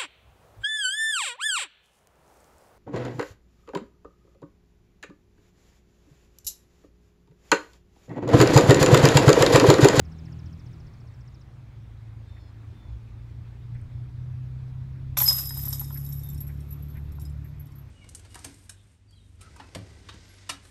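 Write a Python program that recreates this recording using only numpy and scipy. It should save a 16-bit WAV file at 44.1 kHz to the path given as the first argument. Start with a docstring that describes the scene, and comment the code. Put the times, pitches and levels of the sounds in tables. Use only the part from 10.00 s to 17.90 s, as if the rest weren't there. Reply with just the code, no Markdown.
"""Open field: a thrown disc crashes into the chains of a steel basket; the links jingle and settle.
Basket: struck decaying modes for clinks, pole and plastic, over random link collisions and noise grit.
Two far engines, one slowing, one pulling away: wavering sine orders of the firing cycle.
Birds: swept-sine trill, whistles of summed partials, chucks and chips of band noise.
Light wind and distant traffic: coloured noise, with one puff as a short low sine."""
import sys
import numpy as np
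from scipy import signal
from scipy.io import wavfile
from scipy.ndimage import uniform_filter1d

SR = 44100
rng = np.random.default_rng(int(sys.argv[2]) if len(sys.argv) > 2 else 0)


def file_out(sig):
    """Save sig as 16-bit WAV at sys.argv[1]."""
    # one column per channel
    cols = np.atleast_2d(sig).T
    # limit, then scale
    lim = np.clip(cols, -1, 1)
    pcm = np.round(lim * 32767).astype(np.int16)
    wavfile.write(sys.argv[1], SR, pcm)


N = 348373
T = np.arange(N) / SR
IMPACT_S = 5.168

# how hard the chains swing between the clear clinks: t/s, swing/dB
SWING = [(5.168, -34), (5.19, -22.5), (5.36, -28), (5.51, -40), (5.64, -34), (5.93, -48.5), (6.06, -49.5),
         (6.31, -55.5), (6.47, -64), (6.89, -68.5), (7.25, -80), (7.61, -73), (7.9, -77)]
# plastic disc modes: f/Hz, relative level/dB, t60/s
DISC_MODES = [(436, -14.5, 0.013), (614, -9.5, .02), (796, -7, 0.032), (996, -1.5, 0.038),
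              (1360, -2.5, 0.015)]
# disc rim modes: f/Hz, relative level/dB, t60/s
RIM_MODES = [(1620, 1, .014), (2200, 1, 0.01), (2740, -5, 0.006), (3610, 3.5, 0.01), (4220, -3.5, 0.014)]


def gain_of(db):
    """Decibels to gain."""
    return 10 ** (np.asarray(db) / 20)


def evened(x):
    """Scales to rms 1."""
    return x / np.sqrt(np.mean(x ** 2) + 1e-20)


def follow(rows, t=T):
    """Joins table rows by straight lines in time, one curve per column."""
    times_s, *columns = np.transpose(rows)
    return [np.interp(t, times_s, column) for column in columns]


def add(mix, start_s, sound):
    """Mixes a sound in at a time."""
    part = mix[round(start_s * SR):][:len(sound)]
    part += sound[:len(part)]


def noise(shape, size, patchy_db):
    """Rms-1 noise from random short-time spectra of a given colour, with drifting patches."""
    frames = 4 * N // size + 5
    bin_hz = np.fft.rfftfreq(size, 1 / SR)
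    real, imag, patches = rng.standard_normal((frames, len(bin_hz), 3)).T
    patches = uniform_filter1d(patches, size=12, axis=0)  # along frequency
    patches = evened(uniform_filter1d(patches, size=10, axis=1))  # along time
    shape_hz, shape_db = np.transpose(shape)
    colour_db = np.interp(np.log(bin_hz + 1), np.log(shape_hz + 1), shape_db)[:, None]
    spectra = (real + 1j * imag) * gain_of(colour_db + patchy_db * patches)
    _, x = signal.istft(spectra, nperseg=size, noverlap=3 * size // 4)
    return evened(x[:N])


def ring(modes, detune, uneven_db, tick_db, rise=.001, seconds=.15):
    """One blow: dying modes (peak 1), a little different each time, plus a short noise crack."""
    t = np.arange(round(seconds * SR)) / SR
    hz, db, t60_s = np.transpose(modes)[:, :, None]
    shift, spread, phase = rng.standard_normal((3, len(modes), 1))
    decay = gain_of(db + uneven_db * spread - 60 * t / t60_s)
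    tones = (decay * np.sin(2 * np.pi * hz * (1 + detune * shift) * t + phase)).sum(0)
    tones = tones * np.minimum(t / rise, 1)
    band = signal.butter(2, [3500, 12500], "bandpass", fs=SR, output="sos")
    crack = signal.sosfilt(band, rng.standard_normal(len(t))) * gain_of(tick_db - 60 * t / .015)
    return tones / abs(tones).max() + crack


def air():
    """Lumpy wind rumble, a distant roar with a hiss that breathes along, and one puff."""
    # wind and distant traffic: t/s, rumble before an 11 dB lift/dB, roar/dB
    air_levels = [(0, -55.5, -55.5), (.28, -58.5, -53.5), (.88, -58, -57), (1.25, -62.5, -62),
                  (2.45, -61.5, -60), (2.72, -58, -58), (3.15, -58, -59.5), (4.07, -55.5, -58.5),
                  (5.13, -52, -58.5), (5.3, -55, -58.5), (5.96, -57.5, -56.5), (6.34, -52, -56),
                  (6.85, -57, -54), (7.19, -53.5, -57), (7.41, -58.5, -58.5), (7.9, -60, -59)]
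    # noise colours: f/Hz, relative density/dB per Hz
    rumble_colour = [(20, -17), (35, -8.5), (55, -2), (90, -0.5), (130, -4), (170, -13.5), (230, -45.5),
                     (320, -110)]
    roar_colour = [(110, -42), (170, -1), (240, -0.5), (350, -5), (480, -16), (700, -35.5), (1000, -63)]
    hiss_colour = [(260, -35), (450, -4), (555, -3), (964, -4.5), (1320, -7), (2470, -10.5), (2910, -15.5),
                   (3490, -14), (10400, -31), (14800, -32.5), (16000, -36.5)]
    # puff of wind on the microphone: t/s, peak level/dB, f/Hz, Gaussian width/s
    gust = (2.93, -33, 62, .045)

    rumble_db, roar_db = follow(air_levels)
    puff_s, puff_db, puff_hz, width_s = gust
    puff = gain_of(puff_db) * np.exp(-((T - puff_s) / width_s) ** 2) * np.sin(2 * np.pi * puff_hz * T)
    hiss_db = -63 + .35 * (roar_db - roar_db.mean())
    hiss = gain_of(hiss_db) * noise(hiss_colour, size=1024, patchy_db=1.5)
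    roar = gain_of(roar_db) * noise(roar_colour, size=2048, patchy_db=0.9)
    rumble = gain_of(rumble_db + 11) * noise(rumble_colour, size=2048, patchy_db=2.5)
    return rumble + roar + hiss + puff


def engine(rows):
    """Low orders of the firing cycle, each wavering as it crosses the field."""
    # order/multiple of cycle rate, level re mean of 2nd and 4th order/dB
    upper_orders = [(5, -21), (6, -26), (7, -30.5), (8, -25.5), (9, -40.5), (10, -42)]
    waver_db, steady_db, waver_per_db = 1.08, -40, 0.2443  # orders fainter than steady_db waver more
    fade_s = 0.12

    cycle_hz, fourth_db, second_db, third_db = follow(rows)
    turns = 2 * np.pi * np.cumsum(cycle_hz) / SR
    orders = [(4, fourth_db), (2, second_db), (3, third_db)]
    orders += [(k, (fourth_db + second_db) / 2 + relative_db) for k, relative_db in upper_orders]
    slow = signal.butter(2, 6, fs=SR, output="sos")
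    out = 0
    for k, db in orders:
        level_waver, phase_waver = evened(signal.sosfilt(slow, rng.standard_normal((2, N))))
        depth_db = waver_db + waver_per_db * np.clip(steady_db - db, 0, 10)
        out = out + gain_of(db + depth_db * level_waver) * np.sin(k * turns + .05 * k * phase_waver)
    inside_s = np.minimum(T - rows[0][0], rows[-1][0] - T)
    heard = np.clip(inside_s / fade_s + 1, 0, 1)
    return np.sqrt(2) * out * heard


def trill():
    """Quick run of up-down sine sweeps, each slightly off in pitch."""
    # loudness of the run: t/s, level added to the sweep's/dB
    loudness = [(.05, -57.5), (.35, -55.5), (.65, -58.5), (1.12, -64), (1.35, -57.5), (1.42, -59)]
    # one note: t/s, nominal f/Hz, relative level/dB
    sweep = [(-.024, 6440, -14), (-.016, 7200, -16), (-.011, 7550, -30), (-.006, 6600, -16), (0, 5550, -1),
             (.005, 5150, -3), (0.012, 4520, -8.5), (.015, 3900, -23)]
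    start_s, gap_s, notes = .0528, .0681, 21

    out = np.zeros(N)
    t = np.arange(sweep[0][0], sweep[-1][0], 1 / SR)
    hz, shape_db = follow(sweep, t)
    starts_s = start_s + gap_s * np.arange(notes)
    for note_s, db in zip(starts_s, follow(loudness, starts_s)[0]):
        turns = 2 * np.pi * np.cumsum(hz * rng.normal(1, 0.0117)) / SR
        note = np.sin(turns) * gain_of(db + shape_db)
        add(out, note_s + t[0], note * signal.windows.tukey(len(t), .15))
    return out


def whistles():
    """Nasal whistles: partials of an absent base pitch that holds, then droops."""
    # start/s, length/s, first base f/Hz, last base f/Hz, level of each partial in turn/dB
    calls = [(2.253, 0.17, 1810, 1750, -70, -100, -83, -86), (2.382, 0.13, 1750, 1660, -77, -75, -75, -85),
             (2.734, 0.17, 1791, 1730, -72, -90, -95, -96), (2.876, 0.0945, 1730, 1690, -77, -83, -85, -87),
             (5.747, 0.184, 1860, 1820, -64.5, -90, -80, -82),
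             (6.216, 0.12, 1830, 1784, -64, -95, -87, -91)]
    # partials: multiple of base f
    partials = (2, 2.5, 3, 4)

    out = np.zeros(N)
    for start_s, length_s, first_hz, last_hz, *partials_db in calls:
        u = np.linspace(0, 1, round(length_s * SR))
        pitch_waver, level_waver = evened(uniform_filter1d(rng.standard_normal((2, len(u))), size=500))
        hz = first_hz + (last_hz - first_hz) * u ** 1.8 + 8 * pitch_waver
        turns = 2 * np.pi * np.cumsum(hz) / SR
        tone = sum(gain_of(db) * np.sin(k * turns) for k, db in zip(partials, partials_db))
        tone = np.sqrt(2) * gain_of(2.03 * level_waver) * tone
        add(out, start_s, tone * signal.windows.tukey(len(u), .35))
    return out


def chucks():
    """Hoarse chucks and thin high chips: short bursts of band noise."""
    # both: start/s, length/s, level/dB, f/Hz (band from 300 below to 450 above)
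    hoarse = [(0.26, 0.038, -62.5, 1890), (2.36, 0.034, -62, 1864), (3.742, 0.036, -60, 1822),
              (5.947, 0.04, -57.5, 1740), (6.483, 0.039, -59, 1850), (6.942, 0.056, -58, 1817),
              (7.44, 0.031, -62, 1870)]
    chips = [(3.744, 0.0091, -74, 7750), (3.813, 0.0058, -67, 8600)]

    out = np.zeros(N)
    for start_s, length_s, db, hz in hoarse + chips:
        band = signal.butter(2, [hz - 300, hz + 450], "bandpass", fs=SR, output="sos")
        rasp = evened(signal.sosfilt(band, rng.standard_normal(round(length_s * SR))))
        add(out, start_s, gain_of(db) * rasp * signal.windows.tukey(len(rasp), .6))
    return out


def field(x):
    """A bounce off the ground and a thin scatter from grass and trees."""
    t = np.arange(round(.3 * SR)) / SR
    scatter = rng.standard_normal(len(t)) * gain_of(-60 * t / .12) * (t > .004)
    response = gain_of(-9) * scatter / np.linalg.norm(scatter)
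    response[0], response[150] = 1, .3  # direct sound, ground bounce 3.4 ms later
    return signal.fftconvolve(x, response)[:N]


def disc():
    """Dull plastic knocks of disc modes; edge-on blows excite the rim modes more and are brighter."""
    # disc against chain and tray: t/s, level/dB, rim level re disc/dB
    knocks = [(5.17, -26, 5), (5.174, -27, 6), (5.203, -34, 9.5), (5.212, -28, -5), (5.221, -30, 1),
              (5.278, -42, 13), (5.308, -34, 0), (5.317, -35.5, -8), (5.506, -42.5, 5), (5.57, -40.5, 0),
              (5.672, -42, -12), (5.725, -41, -3), (5.813, -40, -4), (5.905, -40, -8), (6.41, -51, -12),
              (7.184, -45.5, -21)]

    out = np.zeros(N)
    for hit_s, db, bright_db in knocks:
        body = ring(DISC_MODES, detune=.04, uneven_db=2, tick_db=-36, rise=.002, seconds=.06)
        add(out, hit_s, gain_of(db) * body)
        edge = ring(RIM_MODES, detune=.08, uneven_db=3, tick_db=-20, seconds=.06)
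        add(out, hit_s, gain_of(db + bright_db) * edge)
    return out


def pole():
    """Chains whip against the steel pole; each blow adds energy to its modes near 5 kHz."""
    # blows: t/s, level/dB
    blows = [(5.238, -39), (5.2564, -22), (5.275, -15.5), (5.283, -7.5), (5.3294, -34), (5.3792, -28),
             (5.4145, -30.5), (5.4954, -38.5), (5.5479, -57), (5.7266, -40), (5.7944, -48), (6.0487, -56),
             (6.35, -61), (7.2497, -50)]
    # pole modes: f/Hz, relative level/dB, t60/s
    pole_modes = [(5084, 0, .11), (5076, -29, 1.4), (5136, -12, .12), (5240, -17, .08), (5285, -17, .08)]

    out, t = np.zeros(N), np.arange(SR) / SR
    rise = np.minimum(t / 0.0043, 1)
    for hz, mode_db, t60_s in pole_modes:
        energy = np.zeros(N)
        for hit_s, db in blows:
            add(energy, hit_s, (gain_of(db + mode_db - 60 * t / t60_s) * rise) ** 2)
        damping = evened(uniform_filter1d(rng.standard_normal(N), size=700))  # links brush the pole
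        tone = np.sin(2 * np.pi * (hz * T + rng.random()))
        out += gain_of(2.1 * damping) * np.sqrt(energy) * tone
    return out


def stirred(rest_db, share, lurch_db):
    """Level of one chain layer: rest_db at -40 dB swing, a share of the swing's change, plus lurches."""
    # the bundle of chains lurches and grinds: t/s, level before lurch_db/dB
    lurches = [(5.17, -30), (5.273, -30), (5.376, -38), (5.728, -45), (5.796, -59), (5.942, -67),
               (7.2, -63.5)]
    rise_s, t60_s = .006, 0.27

    power = gain_of(rest_db + share * (follow(SWING)[0] + 40)) ** 2
    for lurch_s, db in lurches:
        t = np.maximum(T - lurch_s, 0)
        lurch = gain_of(db + lurch_db - 60 * t / t60_s) * np.minimum(t / rise_s, 1)
        power = power + lurch ** 2
    return 10 * np.log10(power)


def scraping(level_db):
    """Links sliding over links: grit that flickers in bursts of a few milliseconds."""
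    # grit colour: f/Hz, relative density/dB per Hz
    grit_colour = [(1500, -29.5), (3000, -17), (4600, -12), (5400, -2), (8500, -2), (10500, -8.5),
                   (12500, -3), (14000, -18), (16000, -26.5)]
    bursts_per_s, decay_s = 500, .004

    bursts = gain_of(1.4 * rng.exponential(1, N)) * (rng.random(N) < bursts_per_s / SR)
    decay = np.exp(-1 / (decay_s * SR))
    flicker = evened(.002 + signal.lfilter([1], [1, -decay], bursts / SR ** .5))
    return gain_of(level_db) * (T > IMPACT_S) * flicker * noise(grit_colour, size=256, patchy_db=2.5)


def rattle(modes, level_db, per_s, spread_db, tick_db, detune):
    """Random small collisions among many slightly different links."""
    links = 24
    start = round(IMPACT_S * SR)
    length = N - start
    size = gain_of(spread_db * np.minimum(rng.exponential(1, length), 4))
    size = size * (rng.random(length) < per_s / SR)
    link = rng.integers(0, links, length)
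    size = size / np.sqrt(np.mean(size ** 2) * links)
    out = np.zeros(N)
    for k in range(links):
        body = ring(modes, detune=detune, uneven_db=3, tick_db=tick_db)
        blows = size * (link == k) * gain_of(level_db[start:])
        out[start:] += signal.oaconvolve(blows, body / np.linalg.norm(body))[:length]
    return out * np.sqrt(links)


def chains():
    """Clear clinks and pings over a dense jingle, grit, and the disc clattering among the links."""
    # link on link, ringing high: t/s, level/dB
    clinks = [(5.1725, -15.5), (5.1843, -13.5), (5.2142, -17.5), (5.2339, -12.5), (5.3262, -18),
              (5.381, -30), (5.4664, -39), (5.575, -27), (5.6172, -31.5), (5.653, -27.5), (5.682, -24.5),
              (5.729, -25.5), (5.7952, -21.5), (5.9255, -39), (5.9436, -31.5), (5.974, -30),
              (6.0491, -33.5), (6.0894, -34.5), (6.1271, -36), (6.183, -40.5), (6.234, -35), (6.2563, -51),
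              (6.2871, -35), (6.3303, -44), (6.405, -30.5), (6.4677, -41), (6.6872, -53), (6.706, -41),
              (6.725, -40.5), (6.824, -45), (6.8839, -50), (6.9013, -46), (6.9406, -50.5), (6.9693, -50),
              (7.1196, -52), (7.1536, -54), (7.1982, -53), (7.2166, -42), (7.254, -51), (7.4442, -49),
              (7.4842, -56), (7.5957, -47.5), (7.6553, -53.5), (7.7547, -52.5), (7.7834, -48)]
    # link on the tray wires, ringing lower: t/s, level/dB
    pings = [(5.2983, -34), (5.3677, -30), (5.4554, -30.5), (5.4914, -30), (5.546, -35), (5.5697, -32.5),
             (5.652, -32), (5.7044, -34), (5.7275, -25), (5.8441, -38), (5.972, -44), (6.0631, -41),
             (6.1235, -38.5), (6.194, -44), (6.2233, -50), (6.2997, -43.5), (6.345, -44.5), (6.3782, -44.5),
             (6.4101, -47), (6.4782, -48), (6.6049, -50), (6.7236, -51.5), (7.1192, -54), (7.1968, -47),
             (7.2154, -49.5), (7.2514, -46), (7.296, -55), (7.6687, -54.5), (7.7187, -55.5)]
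    # link modes, high and low: f/Hz, relative level/dB, t60/s
    high_modes = [(11280, -10.5, 0.044), (11630, -14, 0.15), (11660, -3, 0.093), (11820, 2, 0.076),
                  (12030, -25.5, .06), (12320, -9, 0.09), (12100, -13.5, .06), (12200, -13, .05),
                  (12700, -20.5, .04), (13340, -12, .06), (13800, -26, 0.05043), (14420, -24.5, 0.05085),
                  (15300, -29.5, 0.045)]
    low_modes = [(3707, -19, 0.08), (3835, -19, .06), (5476, -2.5, 0.024), (6420, -13, .03),
                 (7570, -6, .045), (8160, -7.5, 0.026), (8910, -9.5, 0.048), (9890, -5.5, 0.062)]

    high_db = follow(SWING)[0] - 3.5
    low_db = stirred(rest_db=-57.5, share=0.9, lurch_db=-4)
    clatter_db = stirred(rest_db=-63.5, share=0.87, lurch_db=-9)
    grit_db = stirred(rest_db=-57, share=0.84, lurch_db=2.4)
    out = rattle(high_modes, high_db, per_s=300, spread_db=3.5, tick_db=-16.0, detune=.004)
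    out += rattle(low_modes, low_db, per_s=310, spread_db=3.0, tick_db=-11.5, detune=0.0051)
    plastic_modes = DISC_MODES[3:] + RIM_MODES
    out += rattle(plastic_modes, clatter_db, per_s=500, spread_db=3, tick_db=-14, detune=.2)
    for hit_s, db in clinks:
        clink = ring(high_modes, detune=0.002024, uneven_db=4, tick_db=-14, rise=0.0018)
        add(out, hit_s, gain_of(db) * clink)
    for hit_s, db in pings:
        ping = ring(low_modes, detune=0.0071, uneven_db=3.5, tick_db=-11, rise=.0015)
        add(out, hit_s, gain_of(db) * ping)
    return out + scraping(grit_db)


def scene():
    """Basket in the field, over birds, engines and wind."""
    # engines: t/s, cycle rate f/Hz, 4th order/dB, 2nd order/dB, 3rd order/dB
    slowing = [(0, 39.7, -50, -39, -53.5), (.25, 40.34, -42.5, -45.5, -42.5),
               (.6, 40.65, -46.5, -44.5, -48.5), (.72, 40.56, -56.5, -47.5, -50),
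               (.9, 37.33, -48, -67, -52), (1.08, 33.1, -55, -55, -53), (1.3, 32.5, -50.5, -57, -58),
               (2.1, 32.6, -50, -56, -70), (2.3, 32.4, -66, -69, -64)]
    pulling_away = [(.6, 29.94, -58, -63, -62), (1.2, 29.63, -47, -51, -57), (1.4, 28.96, -55, -55, -55),
                    (1.55, 27.55, -48.5, -55, -68), (2.31, 27.42, -45.5, -50, -49.5),
                    (2.82, 27.6, -48.5, -57, -54), (3.26, 28.95, -42, -47.5, -51),
                    (3.65, 29.75, -42, -50, -49), (3.76, 29.9, -33.5, -41, -57),
                    (3.85, 30.22, -42, -50, -53), (4.02, 30.33, -32.5, -50, -42),
                    (4.09, 30.63, -41.5, -57, -57), (4.18, 30.95, -35, -47.5, -47.5),
                    (5.49, 33.53, -37.5, -42.5, -50.5), (5.63, 33.78, -36, -39, -44),
                    (6.02, 34.77, -35.5, -41, -44.5), (7.05, 36.11, -43, -37, -48),
                    (7.4, 36.27, -41, -37, -44.5), (7.62, 36.07, -45, -50, -51),
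                    (7.9, 32.8, -46, -56.5, -49.5)]

    basket = field(chains() + pole() + disc())
    birds = trill() + whistles() + chucks()
    engines = engine(slowing) + engine(pulling_away)
    return (basket + birds + engines + air())[None]


def record(dry):
    """Band limit: linear-phase low-pass at 15.8 kHz."""
    lowpass = signal.firwin(511, 15800, window=("kaiser", 9), fs=SR)
    return signal.oaconvolve(dry, lowpass[None], "same")


dry = scene()
out = record(dry)
file_out(out)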